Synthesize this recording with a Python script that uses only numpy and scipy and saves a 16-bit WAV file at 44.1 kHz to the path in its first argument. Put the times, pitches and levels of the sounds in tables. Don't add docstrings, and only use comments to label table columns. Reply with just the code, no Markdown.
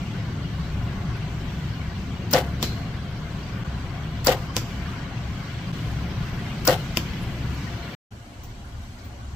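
import sys
import numpy as np
from scipy import signal
from scipy.fft import rfft, irfft, next_fast_len
from scipy.io import wavfile
from scipy.ndimage import uniform_filter1d

SR = 44100
rng = np.random.default_rng(int(sys.argv[2]) if len(sys.argv) > 2 else 0)


def amplitude_ratio(level_db):
    exponent = np.asarray(level_db, float) / 20
    return 10 ** exponent


def int16_out(signal):
    q = np.round(np.clip(np.atleast_2d(signal).T, -1, 1) * 32767)
    wavfile.write(sys.argv[1], SR, q.astype(np.int16))


N = 412423
STEP = 64

# time in seconds, strength in dB.
SHOTS = [
    (2.3364, -2.5),
    (4.2713, -2),
    (6.6770, -1.5),
]
# frequency in Hz, peak in dB,
# first swell in ms, swell length in ms, loss per swing in dB.
RING_MODES = [(517, -9, 22, 23, 9.5), (575, -14, 8.5, 13, 7), (712, -13.5, 15.5, 14, 5.5),
              (760, -14.5, 29, 11, 6.5), (510, -21, 0, 12, 12), (130, -21, 22, 34, 4), (290, -18, 5, 13, 9),
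              (390, -22, 20, 22, 5), (850, -22, 16, 12, 4), (1020, -23, -1, 14, 12), (1180, -25, 22, 14, 9),
              (1450, -22, 0, 13, 12), (1500, -26, 13, 14, 5), (1880, -24, 15, 17, 7)]
# frequency in Hz, density in dB per Hz.
RUSH_COLOUR = [(530, -33), (900, -8.5), (1470, -6), (1680, -14), (2040, -6), (2360, -19), (3000, -8.5),
               (7860, -22.5), (9200, -23), (14700, -19.5), (16000, -35.5)]
# frequency in Hz, left minus right in dB.
RUSH_PAN = [(60, 1.0), (110, 1.0), (200, 0.5), (380, 2.0), (700, 3.5), (1290, 1), (2380, 13), (4400, 0),
            (8120, 1.5), (15000, 4.5)]
# time after the stop in ms, level in dB, frequency in Hz,
# width in Hz, decay t60 in ms. First, the release jaw opens.
RELEASE = [
    (-23.5, -14, 17000, 2600, 11),
    (-23, -16.5, 14600, 3000, 11),
    (-27.5, -29, 5500, 4000, 28),
]
NOCK = [
    (-10, -23.5, 13000, 2500, 40),
    (-6.5, -7, 14700, 1800, 10),
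    (-4, -20.5, 1900, 1700, 28),
]
STOP = [
    (-1.8, -9.5, 13500, 5000, 14),
    (-2, -4, 5000, 660, 10),
    (0.93, -21.5, 4700, 2200, 89),
    (-1.1, -4.5, 6100, 2600, 13),
    (-2, -18, 3400, 1800, 30),
]
ECHO = [
    (52, -14, 2600, 4500, 7.8),
    (50, -20, 15000, 5000, 11),
]
RISER = [
    (-2.5, -18, 496, 520, 300),
    (2, -21.5, 1300, 1300, 200),
]
# frequency in Hz, left minus right in dB.
CLICK_PAN = [(600, 3), (2400, 5.5), (3500, 5), (5200, -9.5), (7300, 6), (14600, 11)]

# time in seconds, crack in dB, crack frequency in Hz, tear t60 in ms, scatter in dB.
STRIKES = [
    (2.6272, -14.5, 3600, 7, -25.5),
    (4.5656, -12, 2950, 7, -26.5),
    (6.9711, -15, 2720, 15, -29.5),
]
# level in dB, frequency in Hz, width in Hz, t60 in ms,
# left minus right in dB.
SHAFTS = [
    (-32.5, 4130, 330, 450, 4),
    (-33, 5100, 1600, 160, -4),
    (-33, 2800, 900, 150, 4),
]
# frequency ratio, level in dB.
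TICK_OVERTONES = [(1, 0), (1.8, -2), (2.5, -7)]
# frequency in Hz, level in dB, t60 in seconds.
BLOCK_MODES = [(170, -14, 0.034), (235, -4, 0.1), (326, -7, 0.11), (502, 0, 0.018), (636, -23.5, 0.049),
               (1003, -5, 0.033)]
# frequency in Hz, density in dB per Hz.
SCATTER_COLOUR = [(880, -35), (1500, -9.5), (3620, -5.5), (4200, -25), (4550, -4), (7610, -12),
                  (9010, -40.5), (9850, -16.5), (12700, -13.5), (15200, -19.5), (16000, -26.5)]
# frequency in Hz, left minus right in dB.
SCATTER_PAN = [(60, 1.5), (110, 2.0), (200, 1.5), (380, 1.5), (700, 2.0), (1290, -6.5), (2380, 6),
               (4400, -6), (8120, 3.5), (15000, 5.5)]

# time in seconds, level in dB, rub frequency in Hz, t60 in ms, crisp edge in dB.
RUSTLES = [
    (8.433, -47, 6000, 120, -47),
    (8.49, -60, 6000, 80, -58),
    (8.985, -47, 4300, 100, -64),
    (9.042, -51, 4300, 190, -54),
]

# frequency in Hz, density in dB per Hz.
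YARD_COLOUR = [(13, -38), (22, -12.5), (109, -0.5), (165, -2.5), (257, -15), (485, -27), (695, -27),
               (798, -28), (968, -27), (1470, -28), (3090, -32.5), (5520, -41), (8580, -53), (14900, -55),
               (16200, -69.5)]
# frequency in Hz, likeness from -1 to 1.
YARD_ALIKE = [(60, 0.97), (130, 1), (290, 0.98), (640, 0.91), (1410, 0.42), (3100, 0.22), (6820, -0.029),
              (15000, 0.16)]
# frequency in Hz, left minus right in dB.
YARD_PAN = [(60, 2), (110, 1.5), (200, 1), (380, 2), (700, 3), (1290, 1), (2380, 5), (4400, -3),
            (8120, -1.5), (15000, 11.5)]
# frequency in Hz, density in dB per Hz.
CLOSE_COLOUR = [(13, -44), (22, -21.5), (74, -12.5), (119, -14), (152, -32.5), (237, -20.5), (447, -37.5),
                (798, -35), (867, -36), (942, -41), (2770, -42), (5990, -43.5), (11300, -53),
                (14500, -58.5), (16200, -61)]
# frequency in Hz, likeness from -1 to 1.
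CLOSE_ALIKE = [(60, 0.99), (130, 1), (290, 0.93), (640, 0.6), (1410, -0.15), (3100, 0.059), (6820, 0.026),
               (15000, 0.12)]
# frequency in Hz, left minus right in dB.
CLOSE_PAN = [(60, 0), (110, 1.5), (200, -1.5), (380, 1.5), (700, 3), (1290, -2), (2380, 0.5), (4400, 4),
             (8120, -0.5), (15000, 11)]
# frequency in Hz, width in Hz, boost in dB.
DRONES = [(33, 6.4, 10), (66.8, 11, 10.5), (112.4, 12, 7.5), (155.6, 9.1, 6), (691, 25, 7), (1450, 43, 1.5)]
# time in seconds, rumble in dB.
RUMBLE_LEVEL = [
    [(0.0, -33), (1.11, -29.5), (1.35, -34), (2.17, -31), (4.27, -31), (5.17, -34.5), (5.75, -31),
     (6.95, -31.5), (7.7, -33)],
    [(8.25, -51), (8.292, -51.5), (8.424, -44.5), (8.592, -42.5), (9.022, -44), (9.35, -41.5)],
]
# lower edge in Hz, upper edge in Hz.
ZONE_HZ = [
    (25, 200),
    (200, 500),
    (500, 3000),
    (3000, 16000),
]
# hum in dB, traffic in dB, leaves in dB.
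PIECES = [
    (-41, -44, -53),
    (-42, -43, -52.5),
    (-40, -43.5, -50),
    (-50.5, -51, -59.5),
]
# frequency in Hz, lift in dB.
BREEZE = [(5000, 0.5), (9000, -0.5), (15000, 2)]
# frequency in Hz, depth in dB.
FLUTTER = [(300, 0.5), (1000, 4.5), (6000, 5.5), (9000, 0.5), (11500, 8.5), (14000, 1)]

# sound out in seconds, sound in in seconds, fade-in in seconds.
CHANGES = [
    (3.6365, 3.637, .012),
    (5.7175, 5.719, .014),
    (7.950, 8.106, .014),
]
# frequency in Hz, share from 0 to 1.
DROPOUTS = [(2500, 0), (8200, .03), (8900, .5), (11000, .45), (11600, .09), (15500, .06)]
# frequency in Hz, gain in dB.
PORT = [(6500, 0), (8200, 3), (8900, -3), (9500, 0), (10800, -0.5), (11600, -2), (14000, -2), (15500, 3),
        (15800, -23), (16500, -34.5)]
# frequency in Hz, gain in dB.
SHADE = [(8000, 0), (8800, -48.5), (10600, -30), (11500, 0)]


def on_log(hz, table):
    f, v = np.transpose(table)
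    return np.interp(np.log(np.maximum(hz, 1)), np.log(f), v)


def unit(x):
    return x / np.sqrt(np.mean(x ** 2))


def pan_gain(pan_db):
    return amplitude_ratio(np.array([pan_db / 2, -pan_db / 2]))


def add(out, s, sound):
    i = int(round(s * SR))
    out[:, i:i + sound.shape[-1]] += sound[..., :N - i]


def coloured(size, colour, pan, lo=0, hi=SR):
    hz = np.fft.rfftfreq(size, 1 / SR)
    gain = unit(amplitude_ratio(on_log(hz, colour)) * (hz > lo) * (hz <= hi))
    return irfft(rfft(rng.standard_normal((2, size))) * gain * pan_gain(on_log(hz, pan)), size)


def burst(db, hz, width, t60_ms, pan_db, rise_ms=0.27):
    ms = np.arange(min(int(t60_ms * SR / 1000), SR // 2)) / SR * 1000
    noise = rng.standard_normal((2, len(ms)))
    if hz <= 900:
        noise = noise[[0, 0]]
    peak = signal.iirpeak(hz, hz / width, SR)
    band = signal.lfilter(*peak, signal.lfilter(*peak, noise))
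    envelope = (1 - np.exp(-ms / rise_ms)) * amplitude_ratio(-60 * ms / t60_ms)
    size = np.linalg.norm(envelope) / np.linalg.norm(band * envelope, axis=1, keepdims=True)
    return size * band * envelope * amplitude_ratio(db) * pan_gain(pan_db)[:, None]


def walk(rate, size):
    hold = int(SR / STEP / rate)
    held = np.repeat(rng.standard_normal(size // hold + 1), hold)
    return 1.45 * uniform_filter1d(uniform_filter1d(held, hold), hold)[:size]


def limb_ring(ms):
    swings, swing_ms, damper_ms = 3, 29, 32
    ring = np.zeros(len(ms))
    for hz, db, first, length, loss_db in RING_MODES:
        for k in range(swings):
            late = ms - first - k * swing_ms
            swell = np.cos(np.pi * np.clip(late / length, -.5, .5))
            if k == 0:
                swell = swell * np.clip((damper_ms - ms) / 1.9, .1, 1)
            ring += amplitude_ratio(db - k * loss_db) * swell * np.cos(2 * np.pi * hz * late / 1000)
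    return ring


def string_whistle(ms):
    from_ms, length_ms, low_hz, high_hz = -12, 12, 1200, 3300
    flight = np.clip((ms - from_ms) / length_ms, 0, 1)
    glide_hz = low_hz + flight * (high_hz - low_hz)
    return amplitude_ratio(-32) * np.sin(np.pi * flight) * np.sin(2 * np.pi * np.cumsum(glide_hz) / SR)


def rush_level(ms, rush_db, rattle_db, sag_db, fall_db_per_ms, after_db_per_ms):
    hold_ms, fall_ms = 58, 32
    fallen_ms = hold_ms + fall_ms
    held_db = rattle_db - sag_db
    fallen_db = held_db - fall_ms * fall_db_per_ms
    end_db = fallen_db - (ms[-1] - fallen_ms) * after_db_per_ms
    when = [-28, -26, 5.5, 9.3, hold_ms, fallen_ms, ms[-1]]
    level = [rush_db - 24, rush_db, rush_db, rattle_db, held_db, fallen_db, end_db]
    return np.interp(ms, when, level)


def cable_rush(ms, split_hz=4000):
    low = coloured(len(ms), RUSH_COLOUR, RUSH_PAN, 900, split_hz)
    high = coloured(len(ms), RUSH_COLOUR, RUSH_PAN, split_hz)
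    low = low * amplitude_ratio(rush_level(ms, -37, -25.5, 0, .6, .2))
    high = high * amplitude_ratio(rush_level(ms, -34.5, -25.5, 6, .45, .1))
    hold = int(1.6 * SR / 1000)
    grains = np.repeat(rng.standard_normal(len(ms) // hold + 1), hold)
    grit = amplitude_ratio(4.5 * uniform_filter1d(grains, hold // 2)[:len(ms)])
    return low * unit(grit) + high * unit(np.sqrt(grit))


def bow_clicks(out, s, db):
    slaps = [((k + 1) * 9.9, -12 - k * 1.4, 2400, 2200, 8.9) for k in range(6)]
    for at_ms, click_db, hz, width, t60_ms in RELEASE + NOCK + STOP + slaps + ECHO + RISER:
        click = burst(click_db, hz, width, t60_ms, on_log(hz, CLICK_PAN), rise_ms=0.76)
        add(out, s + at_ms / 1000, amplitude_ratio(db + rng.standard_normal()) * click)


def bow(out):
    ms = np.arange(-1600, 9000) / SR * 1000
    ring = (limb_ring(ms) + string_whistle(ms)) * pan_gain(3.5)[:, None]
    for s, db in SHOTS:
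        add(out, s + ms[0] / 1000, amplitude_ratio(db) * (ring + cable_rush(ms)))
        bow_clicks(out, s, db)


def point_crack(out, t, s, db, hz, t60_ms):
    add(out, s, burst(db, hz, 17 * 1000 / t60_ms, t60_ms, 3.9, rise_ms=0.068))
    tick = amplitude_ratio(db + 6 - 60000 * t / (.37 * t60_ms)) * (1 - np.exp(-1000 * t / .12))
    tick = tick * sum(amplitude_ratio(d) * np.sin(2 * np.pi * ratio * hz * t) for ratio, d in TICK_OVERTONES)
    add(out, s + .5 / 1000, tick * pan_gain(6.8)[:, None])
    add(out, s, burst(db - 4, 1.9 * hz, 2400, t60_ms, 13.0, rise_ms=0.078))
    add(out, s, burst(-18.5, 14000, 4400, 1.5 * t60_ms, 9, rise_ms=0.49))


def block_thud(out, t, s, thud_db=-19):
    add(out, s, burst(thud_db - 5.5, 460, 790, 65, 1.5, rise_ms=.3))
    thud = sum(-amplitude_ratio(d - 60 * t / t60) * np.sin(2 * np.pi * f * t) for f, d, t60 in BLOCK_MODES)
    add(out, s, amplitude_ratio(thud_db) * thud * (1 - np.exp(-t / 0.00041)) * pan_gain(1.5)[:, None])


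def vane_hiss(out, t, s):
    swell = amplitude_ratio(-33 - 60 * t[::-1] / 0.067)
    add(out, s - len(t) / SR, swell * coloured(len(t), SCATTER_COLOUR, SCATTER_PAN, 1500))


def tree_scatter(out, t, s, tail_db):
    fade = amplitude_ratio(-60 * t / 0.14) + amplitude_ratio(-16.5 - 60 * t / 0.91)
    fade = fade * (1 - np.exp(-t / 0.0014))
    add(out, s, amplitude_ratio(tail_db) * fade * coloured(len(t), SCATTER_COLOUR, SCATTER_PAN, 1200))


def target(out):
    t = np.arange(16384) / SR
    for (s, db, hz, t60_ms, tail_db), shaft in zip(STRIKES, SHAFTS):
        point_crack(out, t, s, db, hz, t60_ms)
        block_thud(out, t, s)
        add(out, s, burst(*shaft, rise_ms=2.6))
        vane_hiss(out, t, s)
        tree_scatter(out, t, s, tail_db)


def cloth(out):
    for s, db, hz, t60_ms, crisp_db in RUSTLES:
        add(out, s, burst(db, hz, 2200, t60_ms, 2.2, rise_ms=3))
        add(out, s, burst(crisp_db, 14800, 1930, t60_ms, 10.5, rise_ms=3))


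def zone_levels(t, moved, hz, far, close):
    piece = np.searchsorted([start for _, start, _ in CHANGES], t)
    rumble_db = np.interp(t, *np.transpose(RUMBLE_LEVEL[0] + RUMBLE_LEVEL[1]))
    zones = [rumble_db, *np.array(PIECES)[piece].T]
    levels = []
    for zone, (lo, hi), wander_db in zip(zones, ZONE_HZ, (.8, .8, .6, .7)):
        inside = (hz > lo) & (hz <= hi)
        far_db, close_db = (-10 * np.log10(np.sum(g[inside] ** 2) / len(hz)) for g in (far, close))
        levels.append(zone + np.where(moved, close_db, far_db) + wander_db * walk(4, len(t)))
    return np.array(levels)


def yard(flicker_db=0.88):
    size, t = next_fast_len(N), np.arange(0, N, STEP) / SR
    hz = np.fft.rfftfreq(size, 1 / SR)
    drones_db = sum(db / (1 + (2 * (hz - f) / w) ** 2) for f, w, db in DRONES)
    far = amplitude_ratio(on_log(hz, YARD_COLOUR) + drones_db)
    close = amplitude_ratio(on_log(hz, CLOSE_COLOUR))
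    moved = t > CHANGES[-1][0] + .05
    breezy = (t > CHANGES[1][0]) & ~moved
    zone_db = zone_levels(t, moved, hz, far, close)
    a, b = rfft(rng.standard_normal((2, size))) * far
    octave, out = np.log2(np.maximum(hz, 1) / 20), 0
    for k in np.arange(0, 10, .5):
        centre = 20 * 2 ** k
        slot = np.cos(np.pi * np.clip(octave - k, -.5, .5))
        mid, side = irfft(a * slot, size)[:N], irfft(b * slot, size)[:N]
        share = [on_log(centre, list(zip([130, 300, 1000, 5000], one))) for one in np.eye(4)]
        db = share @ zone_db + flicker_db * walk(9, len(t))
        db = db + moved * (on_log(centre, CLOSE_COLOUR) - on_log(centre, YARD_COLOUR))
        db = db + breezy * on_log(centre, BREEZE)
        alike = np.where(moved, on_log(centre, CLOSE_ALIKE), on_log(centre, YARD_ALIKE))
        alike = np.clip(alike, -.3, .995)
        side = side * np.repeat(np.sqrt((1 - alike) / (1 + alike)), STEP)[:N]
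        pan = pan_gain(np.where(moved, on_log(centre, CLOSE_PAN), on_log(centre, YARD_PAN)))
        gain = np.repeat(amplitude_ratio(db) * pan, STEP, axis=1)[:, :N]
        out = out + gain * np.array([mid + side, mid - side])
    return out


def flutter(x):
    hz, _, cells = signal.stft(x, SR, "hann", nperseg=1024)
    depth_db = on_log(hz, FLUTTER)[:, None]
    patch = unit(uniform_filter1d(rng.standard_normal(cells.shape), size=2))
    mean_db = depth_db ** 2 * np.log(10) / 20
    return signal.istft(cells * amplitude_ratio(depth_db * patch - mean_db), SR, "hann", nperseg=1024)[1][:, :N]


def scene():
    out = flutter(yard())
    bow(out)
    target(out)
    cloth(out)
    return out


def treble_dropouts(x):
    hz, t, cells = signal.stft(x, SR, "hann", nperseg=2048)
    chance = rng.random((2, 65, cells.shape[2] // 2 + 1))
    chance = np.repeat(np.repeat(chance, 16, axis=1), 2, axis=2)
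    chance = chance[:, :len(hz), :cells.shape[2]]
    share = on_log(hz, DROPOUTS)[:, None] * np.where(t > CHANGES[1][0], .5, 1)
    return signal.istft(cells * (chance > share), SR, "hann", nperseg=2048)[1][:, :N]


def low_pass(x):
    return signal.sosfilt(signal.butter(12, 16660, fs=SR, output="sos"), x)


def record(dry):
    t, size = np.arange(N) / SR, next_fast_len(N)
    hz = np.fft.rfftfreq(size, 1 / SR)
    x = treble_dropouts(np.tanh(0.59 * dry) / 0.62)
    for stop, start, fade in CHANGES:
        x = x * np.where(t < stop, 1, np.clip((t - start) / fade, 0, 1))
    ports_db = on_log(hz, PORT) + np.array([0 * hz, on_log(hz, SHADE)])
    x = irfft(rfft(x, size) * amplitude_ratio(ports_db) * (hz < 16600), size)[:, :N]
    return low_pass(np.clip(x, -.84, .84))


dry = scene()
out = record(dry)
int16_out(out)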